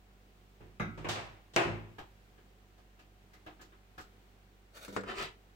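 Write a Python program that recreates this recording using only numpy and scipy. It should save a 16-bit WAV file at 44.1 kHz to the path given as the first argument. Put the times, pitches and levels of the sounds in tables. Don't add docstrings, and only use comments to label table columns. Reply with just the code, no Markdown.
import sys
import numpy as np
from scipy import signal
from scipy.fft import rfft, irfft, next_fast_len
from scipy.io import wavfile
from scipy.ndimage import map_coordinates

SR = 44100
rng = np.random.default_rng(int(sys.argv[2]) if len(sys.argv) > 2 else 0)


def wav_out(sig):
    wavfile.write(sys.argv[1], SR, np.round(np.clip(np.atleast_2d(sig).T, -1, 1) * 32767).astype(np.int16))


N = 244755

# (f/Hz, level/dB)
METAL_SPECTRUM = [(65, -50), (120, -1), (230, -20), (340, -3), (450, -5.5), (680, -3), (1000, -5.5),
                  (1400, -8.5), (2000, -10), (2700, -10), (4500, -28.5), (8400, -36), (10000, -48),
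                  (15800, -51)]
# (f/Hz, level/dB, t60/s)
STOP_MODES = [(345, 3, .54), (401, -3, .56), (532, -10, .45), (581, -9, .45), (634, -3, .42), (675, -2, .4),
              (738, -8, .4), (837, -7, .45), (1448, -6, .38), (1602, -8, .45), (1652, -8, .42),
              (1911, -7, .3), (2153, -11, .45), (2303, -7, .35), (2381, -7, .35), (2498, -9, .35),
              (2587, -8, .38), (2698, -8, .38), (2911, -11, .35), (3741, -13, .22), (4802, -13, .17)]
def door_slam():
    out = np.zeros((2, N))
    click = contact(METAL_SPECTRUM, body_db=-57, mid_db=-25, treble_db=-28)
    rattle = contact(METAL_SPECTRUM, body_db=-34.5, mid_db=-26, treble_db=-38)
    add(out, 1.5625, knock(click, t60=0.038, crack_db=5, crack_t60=0.0042))
    add(out, 1.563, knock(rattle, t60=0.46, crack_db=2.5, rise=0.0019, crack_t60=0.012))
    add(out, 1.563, amp(-31) * ring(STOP_MODES, attack=0.0047))
    return out * amp([[.8], [-.8]])


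# (f/Hz, level/dB)
CATCH_SPECTRUM = [(65, -31), (110, 1), (214, -20), (331, -8), (809, -13.5), (1020, -16), (1610, -7),
                  (1780, -29), (2060, -9.5), (3120, -28), (3930, -30), (4180, -44), (6330, -39.5),
                  (7170, -51.5), (15800, -56)]
# (f/Hz, level/dB, t60/s)
PANEL_MODES = [(172, -7, 0.43), (206, 4.5, 0.12), (297, -16.5, 1), (359.5, -17, 1), (480, -4.5, 0.13),
               (592, -10, 0.13), (1194, 1.5, 0.096), (1295, -18, 1), (1420, -10.5, 0.43),
               (1700, -6.5, 0.13), (1820, -16, 0.14), (2020, -19, .3), (1970, -20, 0.55), (2220, -23, 0.84),
               (3780, -22.5, 0.31), (6400, -32, 0.22), (6600, -20.5, 0.091)]
def door_catch(flex_s=0.882, flex_hz=205, climb_hz_per_s=1240):
    out = np.zeros((2, N))
    release = contact(CATCH_SPECTRUM, body_db=-40.5, mid_db=-35.5, treble_db=-52)
    add(out, 0.798, knock(release, t60=0.31, crack_db=2.5, rise=0.0018))
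    add(out, 0.799, amp(-31.5) * ring(PANEL_MODES, attack=0.0039))
    t = np.arange(N) / SR - flex_s
    phase = 2 * np.pi * (flex_hz * t + climb_hz_per_s * t * t / 2)
    return out + amp(-40.5) * stroke(flex_s, swell=0.015) * np.sin(phase)


# (t/s, mid level/dB, body level/dB, treble
# level/dB)
HINGE_CONTACTS = [(0.605, -60, -55, -75), (0.975, -49.5, -46.5, -60.5), (1.045, -38.5, -40.5, -59),
                  (1.087, -36, -50.5, -37), (1.154, -39.5, -46.5, -62.5), (1.536, -56.5, -54, -54),
                  (1.585, -36, -51, -70), (1.65, -67, -38, -80)]
# (t/s, level/dB)
SHOVES = [(0.611, -51), (0.803, -34.5), (0.978, -41), (1.067, -35), (1.565, -49), (1.655, -33.5),
          (1.688, -33)]
# (f/Hz, level/dB, t60/s)
CABINET_MODES = [(51.75, -11.5, 1), (84, -14.5, 0.6), (104.8, -5, 0.75), (162, -7, 0.56),
                 (224, -12.5, 0.66)]
def door_clatter():
    out = np.zeros((2, N))
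    for s, mid_db, body_db, treble_db in HINGE_CONTACTS:
        colour = contact(METAL_SPECTRUM, body_db, mid_db, treble_db)
        add(out, s, knock(colour, t60=0.47, crack_db=-6.5, rise=0.0017))
    for s, db in SHOVES:
        add(out, s, amp(db) * ring(CABINET_MODES, attack=0.0025))
    return out


# (t/s, pulse level/dB, body level/dB)
TRAY_BUMPS = [(4.881, -43.5, -50), (4.926, -64, -53), (4.964, -23.5, -40), (5.008, -53, -53.5),
              (5.036, -38, -57)]
# (f/Hz, level/dB)
BUMP_SPECTRUM = [(65, -34), (110, -4), (144, -18), (292, -9), (434, 0), (502, -27), (556, -7.5), (916, -23),
                 (1420, -11.5), (2540, -27), (6600, -45), (7630, -38), (15800, -95)]
# (f/Hz, level/dB, t60/s)
LOADED_MODES = [(107.4, -7.5, 0.33), (198, 2, 0.3), (287, 1, 0.32), (496, 1, 0.26), (967, -2, 0.1),
                (1362, -2.5, 0.078), (2114, -18, 0.22)]
def tray_bumps(pulse_hz=1000):
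    out = np.zeros((2, N))
    u = np.pi * (pulse_hz * np.arange(SR // 100) / SR - 1)
    pulse = (2 * u * u - 1) * np.exp(-u * u)
    for s, pulse_db, body_db in TRAY_BUMPS:
        colour = contact(BUMP_SPECTRUM, body_db, mid_db=pulse_db - 8.5, treble_db=body_db - 7)
        add(out, s, amp(pulse_db) * pulse)
        add(out, s, knock(colour, t60=0.15, crack_db=1, crack_t60=0.023, left_db=4))
        add(out, s, amp(body_db + 1.5) * ring(LOADED_MODES, attack=0.0033))
    return out


# (peak t/s, swell time/s, scrape level/dB, grit level/dB)
TRAY_PUSHES = [(5.094, 0.014, -34.5, -56), (5.201, 0.025, -35.5, -41)]
# (f/Hz, bandwidth/Hz, level/dB)
SHEET_RESONANCES = [(215, 29, -2), (289, 13, -2), (381, 40, 6), (485, 36, -2), (746, 60, -7.5),
                    (1130, 75, 5), (1240, 41, 2), (1435, 31, 3.5), (1760, 29, -3), (1976, 17, 8.5),
                    (2133, 42, -3), (2724, 30, 4.5), (3050, 51, 0), (3870, 63, -7), (4230, 37, -34),
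                    (4830, 50, -9)]
# (f/Hz, level/dB)
SCRAPE_SPECTRUM = [(88, -6), (170, -7.5), (370, 1), (520, -2), (720, -4.5), (1000, 0), (1400, 2),
                   (2100, -6.5), (4500, -18), (6300, -27), (8200, -26), (10000, -43), (15800, -38)]
def tray_slide(grit_lag_s=0.0053):
    scrape_gain = sum(amp(db) * stroke(s, swell) for s, swell, db, _ in TRAY_PUSHES)
    grit_gain = sum(amp(db) * stroke(s + grit_lag_s, swell) for s, swell, _, db in TRAY_PUSHES)
    sheet = lambda f: sum((-1) ** k * amp(db) * 1j * f * width / (f0 * f0 - f * f + 1j * f * width)
                          for k, (f0, width, db) in enumerate(SHEET_RESONANCES))
    slips = grains(rate=1700, spread_db=4)
    rubbing = amp(-4.5) * unit(filtered(slips, lambda hz: amp(along(SCRAPE_SPECTRUM, hz))))
    ringing = amp(-5.5) * unit(filtered(slips, sheet))
    grit_colour = contact(SCRAPE_SPECTRUM, body_db=-60, mid_db=-12, treble_db=0, high_hz=2220)
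    hiss = unit(filtered(grains(rate=3900, spread_db=4), grit_colour))
    return room(scrape_gain * (rubbing + ringing) + grit_gain * hiss, t60=0.19, direct_db=-6)


# (t/s, level/dB, treble re that level/dB, resonance f/Hz)
LIGHT_TAPS = [(1.983, -46, -11.5, 827), (2.378, -64.5, -24, 422), (2.779, -66.5, -3, 695),
              (2.991, -61, -4, 2680), (3.333, -60.5, -2, 2080), (3.464, -48.5, -15, 730),
              (3.594, -59.5, -28, 1600), (3.612, -55.5, -0.5, 7240), (3.721, -62.5, -20, 1340),
              (3.979, -48.5, -6, 1370), (4.004, -63.5, 6.5, 7600)]
# (f/Hz, level/dB)
TAP_SPECTRUM = [(88, -7), (220, -18), (310, -6), (460, -7), (750, -9.5), (1050, -8), (1600, -8),
                (2200, -12), (4400, -5), (7400, -11.5), (10000, -21), (12500, -15.5), (15800, -17)]
# (f/Hz, level/dB, t60/s)
HOLLOW_MODES = [(311.3, -0.5, 0.29), (740, 1.5, 0.18), (1247, -0.5, 0.21), (1610, -2, 0.17),
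                (1695, 4.5, 0.11)]
def taps(half_width_hz=123):
    out = np.zeros((2, N))
    for s, db, bright_db, tone_hz in LIGHT_TAPS:
        colour = contact(TAP_SPECTRUM, body_db=db - 2.5, mid_db=db, treble_db=db + bright_db)
        hollow = lambda hz: colour(hz) * (1 + amp(8) / (1 + ((hz - tone_hz) / half_width_hz) ** 2))
        add(out, s, knock(hollow, t60=0.21, crack_db=-5, rise=0.0041))
        add(out, s, amp(db - 5.5) * ring(HOLLOW_MODES, attack=0.0022))
    return out


# (t/s, level/dB)
CRACKLES = [(4.849, -51.5), (5.226, -52.5)]
# (peak t/s, swell time/s, level/dB)
FINGER_STROKES = [(4.77, 0.012, -49.5), (4.833, .018, -51.5), (4.89, .007, -60), (4.948, 0.024, -54)]
# (f/Hz, level/dB)
PAPER_SPECTRUM = [(150, -45), (250, -12), (297, -15), (330, -7), (421, -9), (536, -2.5), (1000, -13.5),
                  (1470, -2), (2190, -7), (3430, -10), (15800, -21.5)]
def paper():
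    out = np.zeros((2, N))
    snap = contact(PAPER_SPECTRUM, body_db=-11, mid_db=0, treble_db=0)
    for s, db in CRACKLES:
        add(out, s, amp(db) * knock(snap, t60=0.13, crack_db=7))
    brushing = sum(amp(db) * stroke(s, swell) for s, swell, db in FINGER_STROKES)
    rustle = unit(filtered(grains(rate=5100, spread_db=0), lambda hz: amp(along(PAPER_SPECTRUM, hz))))
    return out + room(brushing * rustle, t60=0.045, direct_db=-12.5)


# (order, level/dB)
MOTOR_HARMONICS = [(1, -63.5), (2, -71.5), (3, -82.5), (4, -75), (5, -86), (8, -83.5), (15, -81), (16, -86)]
# (f/Hz, level/dB)
AIR_SPECTRUM = [(25, -14), (70, -7.5), (140, -6), (260, -10.5), (400, -8.5), (520, -12.5), (900, -16),
                (1500, -17), (3000, -21), (5000, -27.5), (8000, -30.5), (10500, -36.5), (15800, -29.5)]
def motor_and_air(motor_hz=48.87):
    t = np.arange(N) / SR
    drift = lambda rate: map_coordinates(rng.standard_normal(int(N * rate / SR) + 4), [t * rate])
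    turns = motor_hz * t + rng.random()
    hum = sum(amp(db + 0.31 * drift(3.5)) * np.sqrt(2) * np.cos(2 * np.pi * round(order) * turns)
              for order, db in MOTOR_HARMONICS)
    air = unit(filtered(diffuse(N), lambda hz: amp(along(AIR_SPECTRUM, hz))))
    return hum + air * amp(-65.5 + 0.5 * drift(3.14))


def contact(spectrum, body_db, mid_db, treble_db, low_hz=450, high_hz=3500):
    hz = np.fft.rfftfreq(SR, 1 / SR)
    low = 1 / (1 + (hz / low_hz) ** 6)
    high = 1 - 1 / (1 + (hz / high_hz) ** 8)
    bands = zip((body_db, mid_db, treble_db), (low, (1 - low) * (1 - high), high))
    power = sum((amp(db) * unit(share * amp(along(spectrum, hz)))) ** 2 for db, share in bands)
    return lambda f: np.interp(f, hz, np.sqrt(power))


def knock(response, t60, crack_db, rise=0.00059, crack_t60=0.0072, left_db=3):
    t = np.arange(SR) / SR
    crack = filtered(rng.standard_normal(SR), response) * fade(t, crack_t60)
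    delayed = np.pad(crack, (14, 0))[:SR]
    direct = np.array([crack * amp(left_db), delayed * amp(-left_db)])
    tail = damped(filtered(diffuse(SR), response), t60)
    return amp(crack_db) * direct + tail * (1 - np.exp(-t / rise))


def ring(modes, attack, scatter_db=1):
    t = np.arange(SR) / SR
    out = np.zeros((2, SR))
    for hz, db, t60 in modes:
        skew = stereo_angle(hz) * rng.choice([-1, 1])
        phase = rng.uniform(0, 2 * np.pi) + np.array([[skew], [-skew]])
        out += amp(db + scatter_db * rng.normal()) * np.sin(2 * np.pi * hz * t + phase) * fade(t, t60)
    return out * (1 - np.exp(-t / attack))


def stroke(s, swell):
    return 1 / np.cosh(np.clip((np.arange(N) / SR - s) / swell, -20, 20))


def grains(rate, spread_db):
    slips = (rng.random(N) < rate / SR) * rng.standard_normal(N)
    return unit(slips * amp(spread_db * rng.standard_normal(N)))


def room(x, t60, direct_db):
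    response = damped(diffuse(SR // 2), t60)
    response /= np.linalg.norm(response[0])
    response[:, 0] += amp(direct_db)
    return signal.fftconvolve(x[None], response / np.linalg.norm(response[0]), axes=1)[:, :N]


# (f/Hz, factor on t60)
DECAY_FACTORS = [(150, 1.28), (600, 1.144), (2500, 1.123), (7000, 0.86), (13000, 0.72)]
def damped(x, t60):
    hz, t, spectra = signal.stft(x, SR, nperseg=256)
    decay = fade(t, t60 * along(DECAY_FACTORS, hz)[:, None])
    return signal.istft(spectra * decay, SR, nperseg=256)[1][:, :x.shape[-1]]


# (f/Hz, correlation)
CORRELATION = [(60, 1), (130, 0.66), (290, 0.88), (650, 0.26), (1400, -0.21), (3000, 0.036), (7000, 0.0016)]
def stereo_angle(hz):
    return np.arccos(np.clip(along(CORRELATION, hz), -1, 1)) / 2


def diffuse(size):
    shares = lambda hz: np.array([np.cos(stereo_angle(hz)), np.sin(stereo_angle(hz))])
    mid, side = filtered(rng.standard_normal((2, size)), shares)
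    return unit(np.array([mid + side, mid - side]))


def amp(db):
    return 10 ** (np.asarray(db) / 20)


def unit(x):
    return x / np.sqrt(np.mean(x ** 2) + 1e-20)


def along(points, hz):
    f, v = np.transpose(points)
    return np.interp(np.log(hz + 1), np.log(f + 1), v)


def fade(t, t60):
    return np.exp(-np.log(1000) * t / np.maximum(t60, 1e-4))


def filtered(x, response):
    n = x.shape[-1]
    m = next_fast_len(n + SR // 4)
    return irfft(rfft(x, m) * response(np.fft.rfftfreq(m, 1 / SR)), m)[..., :n]


def add(out, s, x):
    part = out[:, round(s * SR):][:, :x.shape[-1]]
    part += x[..., :part.shape[-1]]


def scene():
    door = door_catch() + door_clatter() + door_slam()
    return door + taps() + tray_bumps() + tray_slide() + paper() + motor_and_air()


# (f/Hz, left minus right level/dB)
IMBALANCE = [(60, -2), (120, -3.5), (250, -1.5), (600, -1), (1200, 0), (2200, 2), (4200, -3.5), (8000, 2),
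             (14000, 1)]
def record(dry, top_hz=15850):
    coloured = filtered(dry, lambda hz: amp(np.outer([.5, -.5], along(IMBALANCE, hz))))
    return filtered(coloured, lambda hz: hz < top_hz)


dry = scene()
out = record(dry)
wav_out(out)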